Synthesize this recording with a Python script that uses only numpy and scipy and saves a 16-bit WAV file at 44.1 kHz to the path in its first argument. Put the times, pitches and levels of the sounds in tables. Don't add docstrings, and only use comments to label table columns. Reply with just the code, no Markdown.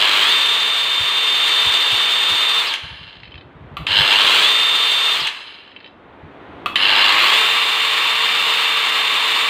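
import sys
import numpy as np
from scipy import signal
from scipy.fft import rfft, irfft
from scipy.io import wavfile
from scipy.ndimage import uniform_filter1d, minimum_filter1d

SR = 44100
rng = np.random.default_rng(int(sys.argv[2]) if len(sys.argv) > 2 else 0)


def pcm_store(signal):
    levels = np.round(np.clip(np.atleast_2d(signal), -1, 1) * 32767)
    wavfile.write(sys.argv[1], SR, levels.astype(np.int16).T)


N = 418641
T = np.arange(N) / SR

TOP_SPEED_HZ = 449.6
SPIN_UP_S, BRAKE_S = .62, .152

# (on t/s, off t/s, coast length/s, start jolt level/dB, early-climb rattle trim/dB)
RUNS = [(-.308, 2.612, .65, -25, -1), (3.867, 5.145, .59, -22, -2), (6.757, 9.6, .6, -19.5, -1.5)]
def motor(bow=.13, after_brake=.27, drag_s=.09):
    speed, coasted, climb_db = np.zeros((3, N))
    for on, off, coast_s, _, trim_db in RUNS:
        climb = np.clip((T - on) / SPIN_UP_S, 0, 1)
        brake = 1 - (1 - after_brake) * np.clip((T - off) / BRAKE_S, 0, 1)
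        free_s = np.clip(T - off - BRAKE_S, 0, coast_s)
        friction = (1 - free_s / coast_s) / (1 + free_s / drag_s)
        speed += climb * (1 + bow * (1 - climb)) * brake * friction
        coasted += free_s / coast_s * (free_s < coast_s)
        climb_db += trim_db * (1 - climb ** 2) * (T > on)
    return np.clip(speed, 0, 1), coasted, climb_db


def tooth_hits(turns, speed, ripple_hz=100.16, crawl=.026, flicker_db=.94):
    teeth = np.diff(np.floor(8 * turns), prepend=0) > 0
    force = rng.uniform(-1.014, 1, N) / np.sqrt(speed + crawl)
    rub = np.sqrt(speed / (speed + crawl)) * rng.standard_normal(N)
    hits = unit(unit(teeth * force) + rub)
    cycles = ripple_hz * T + .62
    slam = rng.uniform(.5, 1.4, N)[cycles.astype(int)] * np.exp(-(cycles % 1) / .17)
    strain = uniform_filter1d(rising(speed) * np.clip(speed / .15, 0, 1) * (1 - speed), size=500)
    throb = (1 + 5.1 * strain * slam) / (1 + .97 * strain)
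    ripple = 1 + .043 * np.cos(2 * np.pi * cycles)
    return hits * throb * ripple * amp(flicker_db * drift(45))


# (multiple of motor speed, relative level/dB, onset as share of top speed)
TORQUE_TONES = [(4, -19, 0.103), (8, -22.5, 0.12), (12, -19.5, .1), (16, -22.5, .1), (20, -18, 0.18),
                (24, -26.5, 0.14), (32, -21, .05), (40, -7.5, 0.49)]
def whirr(turns, speed, turned, case_hz=4250, width_hz=380, trim_db=-1.5):
    out = np.zeros(N)
    for multiple, db, onset in TORQUE_TONES:
        torque = np.clip((speed - onset) / .33, 0, 1) * np.clip(10 * (1 - speed), 0, 1)
        hz = multiple * speed * TOP_SPEED_HZ
        flare_db = (2 + 7 * turned) * np.exp(-((hz - case_hz) / width_hz) ** 2)
        out += amp(db + flare_db) * torque * np.sin(2 * np.pi * multiple * turns + .91 * drift(70))
    return np.sqrt(2) * amp(trim_db) * out


def rattle(drive, speed, turned):
    rasp, ring = radiated(drive, turned), housing(drive)
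    rasp = rasp / band(rasp, 2400, 3450).std()
    ring = ring / band(ring, 2400, 3450).std()
    treble = signal.sosfiltfilt(butter(4, 5400, "high"), rasp)
    bass = signal.sosfiltfilt(butter(3, 1900), rasp)
    treble_db = 4.5 - (7.5 + 2.5 * turned) * (1 - speed)
    rasp = rasp - bass + (amp(treble_db) - 1) * treble
    mids = signal.sosfiltfilt(butter(2, [1450, 2550], "band"), rasp)
    rasp = rasp - .37 * turned * (1 - speed ** 2) * mids
    coasting = uniform_filter1d(~rising(speed) * np.interp(speed, [.12, .35], [1, 0]), size=400)
    muffled = np.roll(signal.sosfilt(butter(2, 5200), rasp), -2)
    rasp = rasp + coasting * (muffled - rasp)
    ring_gain = amp(-1.5 - 1.5 * turned - 27.5 * speed ** 2)
    return (rasp + ring_gain * np.roll(ring, 40)) / np.sqrt(1 + ring_gain ** 2)


def rattle_level(speed, coasted, climb_db, base_db=-20, unloaded_db=-7, settle_db=-21):
    db = base_db + climb_db + unloaded_db * (coasted > 0) + settle_db * coasted ** 2
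    return uniform_filter1d(amp(db) * (speed + .052) ** .59 * (speed > 0), size=200)


# (f/Hz, level/dB)
GUARD_UP_EQ = [(200, -24.5), (400, -16.5), (760, -16), (1000, -7.5), (1250, -7), (1500, -11), (2400, 1.5),
               (3100, 5), (4000, -2.5), (4600, -11.5), (5400, -25), (8000, -24.5), (11000, -36.5),
               (15000, -34)]
# (f/Hz, level/dB)
CASE_UP_EQ = [(200, -27.5), (400, -20), (720, -18), (1100, -5), (1500, -12.5), (2300, 1), (2800, 5),
              (3400, -1), (4200, -6.5), (5600, -28), (6500, -29), (7300, -25), (10300, -37), (15000, -35)]
def radiated(drive, turned):
    return (1 - turned) * colour(drive, GUARD_UP_EQ) + turned * colour(drive, CASE_UP_EQ)


# (f/Hz, width/Hz, relative level/dB)
HOUSING_MODES = [(905, 44, -8.5), (1770, 220, -1.5), (2726, 70, 1.5), (3048, 53, 4.5), (3894, 30, -4.5),
                 (4200, 73, -1.5), (5030, 49, -11.5)]
def housing(drive):
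    t = np.arange(2048) / SR
    ring = sum((-1) ** k * amp(db) * np.sqrt(width) * np.exp(-np.pi * width * t)
               * np.sin(2 * np.pi * hz * t) for k, (hz, width, db) in enumerate(HOUSING_MODES))
    ring = band(ring, 220, 5600)
    return signal.oaconvolve(drive, ring / np.linalg.norm(ring))[:N]


# (multiple of motor speed, guard-up level/dB, case-up level/dB)
SHAFT_TONES = [(1, -46, -44), (4, -40, -50), (5, -38, -47), (10, -38.5, -67), (20, -55, -50.5)]
# (multiple of motor speed, guard-up level/dB, case-up level/dB)
BEARING_TONES = [(5.148, -57, -37), (6.143, -31.5, -32.5)]
def whine(turns, speed, turned, mesh_db=-19, jitter_rad=.079, slip_rad=.92):
    flutter_db = .57 * drift(40)
    mesh_level = amp(mesh_db - 2.5 * slowing(speed) - 7 * turned + flutter_db) * speed ** 7
    out = mesh_level * np.sin(2 * np.pi * 8 * turns + jitter_rad * drift(60))
    for tones, wobble_rad in ((SHAFT_TONES, jitter_rad), (BEARING_TONES, slip_rad)):
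        for multiple, guard_db, case_db in tones:
            level = amp(guard_db + (case_db - guard_db) * turned) * speed ** 4
            out += level * np.sin(2 * np.pi * multiple * turns + wobble_rad * drift(15))
    return np.sqrt(2) * out


def fan(drive, speed, turned, base_db=-27):
    rush = radiated(drive + rng.standard_normal(N), turned)
    rush = signal.sosfilt(butter(3, 1900), rush)
    rush = rush / band(rush, 700, 1900).std()
    db = np.where(np.gradient(speed) < 0, base_db + 1, base_db)
    level = uniform_filter1d(amp(db) * (speed + .058 * rising(speed)) ** .9, size=400)
    return level * amp(.94 * turned) * rush


def brake_howl(turns, speed, db=-26.5):
    in_ring = np.interp(speed, [.42, .55, .7, .76], [0, 1, .6, 0])
    howl = np.sin(2 * np.pi * 16 * turns + 2.6 * drift(90))
    return np.sqrt(2) * amp(db) * slowing(speed) * in_ring * howl


def knock(peak_db, t60=.012, crack_db=7, edge_hz=4600, fizz_db=-35):
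    t = np.arange(4000) / SR
    blow = rng.standard_normal(len(t)) * amp(-60 * t / t60)
    sound = housing(blow)[:len(t)] + amp(crack_db) * colour(blow, CASE_UP_EQ) + amp(fizz_db) * blow
    return at_peak(band(sound, 300, edge_hz), peak_db)


def jolts(let_go_s=.126, let_go_db=-10):
    out = np.zeros(N)
    for on, off, _, jolt_db, _ in RUNS:
        if on > 0:
            add(out, on, knock(jolt_db, t60=.056, crack_db=16, edge_hz=9600, fizz_db=-16))
        add(out, off + let_go_s, knock(let_go_db, t60=.042, crack_db=14, edge_hz=7500, fizz_db=-.5))
    return out


# (t/s, peak level/dB)
CLACK_CUES = [(3.233, -33), (3.254, -36), (3.318, -41), (3.342, -35.5), (3.355, -37), (3.378, -39),
              (5.716, -40.5), (5.763, -32.5), (5.828, -47), (5.844, -35.5), (5.861, -38)]
def clacks(tick_db=-43, last_s=.2):
    out = np.zeros(N)
    for s, db in CLACK_CUES:
        add(out, s, knock(db))
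    for _, off, coast_s, _, _ in RUNS:
        for early in rng.random(3):
            add(out, off + BRAKE_S + coast_s - last_s * early, knock(tick_db))
    return out


# (t/s, peak level/dB)
SNAP_CUES = [(3.769, -30), (6.66, -24.5)]
# (f/Hz, relative level/dB, t60/s)
SWITCH_MODES = [(744, 2, 0.12), (1049, 1.5, .15), (1180, 17.5, 0.061), (1240, 2.5, 0.083), (1360, 0, .2),
                (2570, -27, .2), (2630, 13, 0.049), (3600, -26.5, 0.138)]
def switch(crack_t60=.059):
    t, out = np.arange(SR // 3) / SR, np.zeros(N)
    for s, peak_db in SNAP_CUES:
        ring = sum(amp(db - 60 * t / t60) * np.sin(2 * np.pi * (hz * t + rng.random()))
                   for hz, db, t60 in SWITCH_MODES)
        blow = rng.standard_normal(len(t)) * amp(-60 * t / crack_t60)
        crack, fizz = amp(19.52) * colour(blow, CASE_UP_EQ), amp(-12) * blow
        add(out, s, at_peak(ring + crack + fizz, peak_db))
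    return out


def squeal(drive, speed, turned, db=-55, at_speed=.29):
    scrape = sum(band(drive, hz - 750, hz + 750) for hz in (7550, 11200))
    swell = rising(speed) * np.exp(-((speed - at_speed) / .078) ** 2)
    return amp(db) * (1 - turned) * swell * unit(scrape)


def inverter(speed, turned, switching_hz=10000, pull_db=-72, brake_db=-71):
    field = 2 * np.pi * 4 * np.cumsum(speed * TOP_SPEED_HZ) / SR
    carrier = 2 * np.pi * switching_hz * T + .4 * drift(51)
    lower, upper = np.sin(carrier - field), np.sin(carrier + field)
    pulling = uniform_filter1d(rising(speed) * (speed < .6) * 1., size=800)
    stopping = (np.gradient(speed) < 0) * np.interp(speed, [.015, .08, .15, .25], [0, 1, 1, 0])
    pull = amp(pull_db + 8 * turned) * pulling * (lower + .7 * upper)
    return pull + amp(brake_db + 3 * turned) * stopping * upper


# (t/s, peak level/dB)
BUMP_CUES = [(0.998, -31), (1.659, -29.5), (1.92, -30), (2.3, -33), (2.835, -34), (2.908, -36),
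             (2.998, -38), (3.339, -41), (3.794, -39), (3.985, -34.5), (5.21, -37), (6.23, -47.5)]
def handling(rise_s=.011, grip_span_s=(2.7, 4.0), grip_per_s=14, grip_db=-46.5):
    t, out = np.arange(SR // 6) / SR, np.zeros(N)
    slots = np.arange(*grip_span_s, 1 / grip_per_s)
    patter = [(s + rng.random() / grip_per_s, grip_db) for s in slots]
    for s, db in BUMP_CUES + patter:
        bump = band(rng.standard_normal(len(t)) * t * np.exp(-t / rise_s), 56, 155)
        add(out, s - .008, at_peak(bump, db))
    return out


def room(x, wet_db, t60):
    t = np.arange(SR // 2) / SR
    tail = rng.standard_normal(len(t)) * amp(-60 * t / t60) * (t > .004)
    return x + amp(wet_db) * signal.oaconvolve(x, tail / np.linalg.norm(tail))[:N]


# (f/Hz, relative level/dB)
ROOM_TONE_EQ = [(25, -32.5), (75, -6), (150, -11), (290, -4), (450, -8), (950, -11), (1400, -14.5),
                (2200, -20.5), (3600, -28), (5200, -49.5), (15000, -68.5)]
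def room_tone(db=-56.5):
    return amp(db) * unit(colour(rng.standard_normal(N), ROOM_TONE_EQ))


def rising(speed):
    return np.gradient(speed) > 0


def slowing(speed):
    return uniform_filter1d((np.gradient(speed) < 0) * 1., size=400)


def amp(db):
    return 10 ** (np.asarray(db) / 20)


def unit(x):
    return x / np.sqrt(np.mean(x ** 2) + 1e-20)


def at_peak(x, db):
    return amp(db) * x / abs(x).max()


def add(mix, s, sound):
    part = mix[max(round(s * SR), 0):][:len(sound)]
    part += sound[:len(part)]


def butter(order, hz, kind="low"):
    return signal.butter(order, hz, kind, fs=SR, output="sos")


def band(x, lo_hz, hi_hz):
    return signal.sosfilt(butter(3, [lo_hz, hi_hz], "band"), x)


def drift(rate_hz):
    hz = np.fft.rfftfreq(N, 1 / SR)
    return unit(irfft(rfft(rng.standard_normal(N)) / (1 + (hz / rate_hz) ** 2), N))


def colour(x, eq, size=4096):
    f, db = np.transpose(eq)
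    hz = abs(np.fft.fftfreq(size, 1 / SR))
    gain = amp(np.interp(np.log(hz + 1), np.log(f + 1), db)) * (hz + 1) / (hz + f[0] / 2)
    taps = np.fft.ifft(np.exp(np.conj(signal.hilbert(np.log(gain))))).real
    return signal.oaconvolve(x, taps[:size // 2])[:len(x)]


# (t/s, level/dB)
LEVEL_RIDE = [(0, 1.5), (.3, 0), (.55, -2.5), (1.0, -4), (1.65, -0.5), (2.6, -1), (4.0, -2), (4.4, 1),
              (4.75, -1), (5.2, -1), (6.9, -4), (7.35, -1), (7.7, -4), (8.45, -3.5), (9.49, -4)]
def scene():
    speed, coasted, climb_db = motor()
    turns = np.cumsum(speed * TOP_SPEED_HZ * (1 + .0004 * drift(4))) / SR
    turned = np.interp(T, [5.3, 5.9], [0, 1])
    drive = tooth_hits(turns, speed) + whirr(turns, speed, turned)
    gears = rattle_level(speed, coasted, climb_db) * rattle(drive, speed, turned)
    noise = room(gears + fan(drive, speed, turned), wet_db=-9.5, t60=.36)
    tones = whine(turns, speed, turned) + brake_howl(turns, speed)
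    tones += inverter(speed, turned) + squeal(drive, speed, turned)
    knocks = room(clacks(), wet_db=-6, t60=.25) + room(jolts(), wet_db=-5, t60=.49)
    snaps = room(switch(), wet_db=-2.5, t60=.39)
    ride = amp(np.interp(T, *np.transpose(LEVEL_RIDE)))
    return (ride * (noise + tones) + knocks + snaps + room_tone() + handling())[None]


def gain_control(x, target_db=-15, attack_s=.11, recover_db_per_s=14, slack_db=5.5, most_db=19):
    hop = 256
    levels_db = 10 * np.log10(abs(uniform_filter1d(x ** 2, size=1024))[::hop] + 1e-12)
    step_s, gain_db, gains_db = hop / SR, 6, []
    for level_db in levels_db:
        over_db = level_db + gain_db - target_db
        gain_db -= max(over_db, 0) * step_s / attack_s
        quiet = np.clip(-over_db - slack_db, 0, 1)
        gain_db = min(gain_db + recover_db_per_s * step_s * quiet, most_db)
        gains_db.append(gain_db)
    return amp(np.interp(T, T[::hop], gains_db))


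def record(dry, ceiling=.92, cutoff_hz=15600):
    levelled = dry * gain_control(dry[0])
    gain = minimum_filter1d(np.minimum(1, ceiling / (abs(levelled) + 1e-9)), size=90)
    limited = levelled * uniform_filter1d(gain, size=90)
    high_cut = signal.firwin(511, cutoff_hz, window=("kaiser", 9), fs=SR)
    return signal.oaconvolve(limited, high_cut[None], "same")


dry = scene()
out = record(dry)
pcm_store(out)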